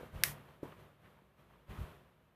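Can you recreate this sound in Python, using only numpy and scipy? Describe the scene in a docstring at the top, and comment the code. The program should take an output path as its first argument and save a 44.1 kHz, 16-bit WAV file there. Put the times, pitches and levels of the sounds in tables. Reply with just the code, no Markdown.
"""A tablet's plastic case gives one sharp click as a hand handles it on a cloth-covered table.
The snap excites the case's resonances, a faint boom of the table and the small, quiet room.
A dull tap and a few faint touches follow, skin and cloth rustle, and twice the hand-held
microphone rumbles. Background rush and hum rise with each sound and sink back,
as through a noise suppressor."""
import sys
import numpy as np
from scipy import signal
from scipy.fft import rfft, irfft
from scipy.io import wavfile

SR = 44100
rng = np.random.default_rng(int(sys.argv[2]) if len(sys.argv) > 2 else 0)


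def to_wav(sig):
    """Store sig (one row per channel, or 1-D mono) as 16-bit WAV at the path in sys.argv[1].

    Samples outside -1..1 are clipped; the rate is SR.
    """
    pcm = np.clip(np.atleast_2d(sig), -1, 1) * 32767
    pcm = np.round(pcm).astype(np.int16)
    wavfile.write(sys.argv[1], SR, pcm.T)  # frames by channels


N = 103635
T = np.arange(N) / SR

# level curve of the suppressed background noise: (time [s], level [dB])
SUPPRESSED_NOISE_LEVEL = [(0, -53), (.06, -56), (.115, -62.5), (.15, -53.5), (.21, -52), (.3, -52),
                          (.38, -57), (.45, -62), (.5, -60.5), (.62, -67.5), (.636, -56), (.73, -59),
                          (.76, -62.5), (.8, -59), (.98, -70), (1.06, -63), (1.2, -68.5), (1.36, -71.5),
                          (1.395, -64), (1.47, -68), (1.52, -65.5), (1.665, -69.5), (1.705, -53.5),
                          (1.82, -53.5), (1.92, -57.5), (2.03, -66), (2.15, -70), (2.35, -72)]
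# spectrum of the background rush: (frequency [Hz], relative density [dB])
RUSH_SPECTRUM = [(25, -23), (60, 0.5), (100, 0), (180, 1.5), (280, -7.5), (400, -4.5), (600, -4), (800, -9),
                 (1100, -7), (2000, -14.5), (3200, -18.5), (5000, -30.5), (7500, -33.5), (10000, -31.5),
                 (12300, -26.5), (15000, -34.5)]
# tones of the hum: (frequency [Hz], level relative to the rush [dB])
HUM_TONES = [(104, -13), (146, -8), (195, -16), (247, -22), (365, -17), (630, -21)]
# shudders of the microphone: (start [s], duration [s], level [dB], frequency [Hz])
RUMBLES = [(.13, .07, -44, 52.2), (1.686, 0.045, -42.5, 62.2), (1.776, .075, -38.5, 61.3)]
# spectrum of the noise in a shudder: (frequency [Hz], relative density [dB])
RUMBLE_SPECTRUM = [(20, -24), (45, -8), (90, 4), (150, -8.5), (300, -26), (1000, -50)]
# brushes of the hand: (centre time [s], standard deviation [s], level [dB], centre frequency [Hz])
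RUSTLES = [(.495, .012, -62, 992), (.725, 0.013, -62, 1310), (1.06, 0.014, -64.5, 1700),
           (1.17, 0.019, -72, 980), (1.508, 0.0049, -65.5, 1030), (1.542, 0.018, -69, 1070),
           (1.721, 0.011, -62, 2200), (1.776, 0.0044, -59.5, 1180), (1.825, 0.039, -61, 1070)]
# finger contacts: (time [s], level [dB], frequency [Hz], relative level of the hollow ring [dB])
TAPS = [(.010, -53.5, 500, 9.5), (.032, -51.5, 480, 9.5), (0.6324, -28.5, 380, -36.5),
        (.785, -51, 154, -26), (1.054, -57.5, 128, -18), (1.22, -57.5, 450, -20), (1.385, -60, 129, -20)]
# spectrum of a tap's reverberation: (frequency [Hz], relative density [dB])
TAP_REVERB_SPECTRUM = [(60, -21.5), (130, -5), (220, -4.5), (340, 4), (600, -5), (780, -13.5), (960, -3.5),
                       (1600, -19.5), (4000, -40)]
# the snap and its rebounds: (time [s], impulse level [dB])
SNAP_IMPULSES = [(0.2367, -2), (.23862, -16.5), (0.239, -17.5), (0.2407, -18.5)]
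# the case's resonances and one antiresonance: (frequency [Hz], bandwidth [Hz], gain [dB])
CASE_RESONANCES = [(1647, 210, 14), (2120, 310, 9.5), (3850, 300, 5.5), (4870, 400, 7.5), (5650, 700, 5),
                   (7350, 970, -6), (9190, 400, 7), (10750, 700, 3.5), (11880, 400, 8.5), (12620, 260, 8.5),
                   (13640, 260, 8.5)]
# lightly damped modes of the case: (frequency [Hz], level [dB], 60 dB decay time [s])
RINGING_MODES = [(1729, -50.5, .25), (1895, -44, 0.25), (2050, -49, .22), (11940, -48, .28)]
# spectrum of the click's reverberation: (frequency [Hz], relative density [dB])
CLICK_REVERB_SPECTRUM = [(300, -15.5), (900, -10), (1400, -7), (1900, 0), (3000, -4.5), (4300, -10.5),
                         (5300, -6), (7400, -8.5), (9200, -5.5), (12300, -1.5), (15000, -9)]

CLICK_S = SNAP_IMPULSES[0][0]


def from_db(db):
    """Amplitude grows tenfold for every 20 dB."""
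    return 10 ** (np.asarray(db) / 20)


def unit_rms(x):
    """Division by the RMS value gives unit power."""
    return x / np.sqrt(np.mean(x ** 2) + 1e-20)


def coloured_noise(spectrum):
    """Spectral weighting colours white noise; the result has unit power."""
    hz, db = np.transpose(spectrum)
    bin_hz = np.maximum(np.arange(N // 2 + 1) * SR / N, 1)
    gain = from_db(np.interp(np.log(bin_hz), np.log(hz), db))
    return unit_rms(irfft(rfft(rng.standard_normal(N)) * gain, N))


def drift(rate_hz):
    """Low-pass filtering turns white noise into a slow fluctuation of about unit power."""
    pole = np.exp(-2 * np.pi * rate_hz / SR)
    smoothed = signal.lfilter([1], [1, -2 * pole, pole * pole], rng.standard_normal(N + SR))
    return unit_rms(smoothed)[SR:]


def butterworth(x, hz, kind, order=2):
    """A high- or low-pass filter with a maximally flat passband."""
    return signal.sosfilt(signal.butter(order, hz, kind, fs=SR, output="sos"), x + 1e-18)


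def resonance(x, hz, width_hz):
    """Forced response of a damped oscillator, with unit peak gain."""
    radius = np.exp(-np.pi * width_hz / SR)
    feedback = [1, -2 * radius * np.cos(2 * np.pi * hz / SR), radius ** 2]
    return signal.lfilter(np.array([1, 0, -1]) * (1 - radius ** 2) / 2, feedback, x + 1e-18)


def decay(start, t60_s):
    """Exponential damping: a sudden onset, then 60 dB lost every t60_s."""
    return (T >= start) * np.exp(-np.log(1000) * np.maximum(T - start, 0) / t60_s)


def damped_mode(start, hz, t60_s):
    """Free vibration of one mode is a decaying sinusoid."""
    return np.sin(2 * np.pi * hz * (T - start)) * decay(start, t60_s)


def background_noise():
    """Amplitude modulation: rush and hum follow a set curve, as through a noise suppressor, over a drone."""
    hum = sum(from_db(db) * np.sqrt(2) * np.sin(2 * np.pi * hz * T + drift(rate_hz=3))
              for hz, db in HUM_TONES)
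    drone = rng.standard_normal(N)
    for _ in range(2):
        drone = resonance(drone, hz=60, width_hz=14)
    gain = from_db(np.interp(T, *np.transpose(SUPPRESSED_NOISE_LEVEL)))
    return from_db(-76.5) * unit_rms(drone) + gain * (coloured_noise(RUSH_SPECTRUM) + hum)


def hand_rustles(quality_factor=2.5):
    """Friction of skin and cloth makes grainy noise, heard in short band-limited swells."""
    grain = from_db(4.5 * drift(rate_hz=121))
    friction = butterworth(grain * rng.standard_normal(N), 3280, "low", order=4)
    out = np.zeros(N)
    for centre, spread, db, hz in RUSTLES:
        swell = np.exp(-((T - centre) / spread) ** 2 / 2)
        out += from_db(db) * swell * unit_rms(resonance(friction, hz, hz / quality_factor))
    return out


def microphone_rumble(ramp_s=0.014):
    """Structure-borne sound: the hand shakes the microphone, giving a low, unsteady tone and noise."""
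    rub = from_db(-5.5) * coloured_noise(RUMBLE_SPECTRUM)
    wander = 1 + 0.041 * drift(rate_hz=20)
    out = np.zeros(N)
    for start, duration, db, hz in RUMBLES:
        swell = np.clip(np.minimum(T - start, start + duration - T) / ramp_s, 0, 1)
        cycles = np.cumsum((T >= start) * hz * wander) / SR
        out += from_db(db) * swell * (np.sin(2 * np.pi * cycles) + rub)
    return out


def finger_taps(spread_cycles=0.36):
    """A soft impact radiates one push and pull of air; the hollow case rings and the room reverberates."""
    reverb = from_db(-16.5) * coloured_noise(TAP_REVERB_SPECTRUM)
    out = np.zeros(N)
    for time, db, hz, ring_db in TAPS:
        cycles = (T - time) * hz
        pulse = -np.sin(2 * np.pi * cycles) * np.exp(-(cycles / spread_cycles) ** 2 / 2)
        ring = -from_db(ring_db) * damped_mode(time, hz=484, t60_s=0.039)
        out += from_db(db) * (pulse + ring + reverb * decay(time, t60_s=0.23))
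    return out


def table_boom(rise_s=0.051):
    """One low mode of the table builds up after the click and dies away through damping."""
    build_up = np.clip((T - CLICK_S) / rise_s, 0, 1)
    return from_db(-41.5) * build_up * damped_mode(CLICK_S, hz=143.3, t60_s=0.45)


def case_click(treble_hold_s=0.082, treble_fade_s=0.027):
    """Impulses excite the case's resonances; case and room ring on, their treble decaying first."""
    body = np.zeros(N)
    for time, db in SNAP_IMPULSES:
        body[int(time * SR)] += from_db(db)
    for hz, width_hz, db in CASE_RESONANCES:
        body += (from_db(db) - 1) * resonance(body, hz, width_hz)
    direct = butterworth(body, 1340, "high", order=4)
    direct = butterworth(direct, 15200, "low")
    ring = sum(from_db(db) * damped_mode(CLICK_S, hz, t60_s) for hz, db, t60_s in RINGING_MODES)
    reverb = from_db(-35.5) * coloured_noise(CLICK_REVERB_SPECTRUM) * decay(CLICK_S, t60_s=0.29)
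    tail = ring + reverb
    brightness = np.exp(-np.maximum(T - CLICK_S - treble_hold_s, 0) / treble_fade_s)
    return direct + brightness * tail + (1 - brightness) * butterworth(tail, 1500, "low")


def scene():
    """Superposition: all sources add at one microphone."""
    background = background_noise() + hand_rustles() + microphone_rumble()
    return (background + finger_taps() + table_boom() + case_click())[None]


def record(dry):
    """Band limiting: a steep low-pass filter removes the highest treble."""
    return signal.fftconvolve(dry, signal.firwin(255, cutoff=15400, fs=SR)[None], "same")


dry = scene()
out = record(dry)
to_wav(out)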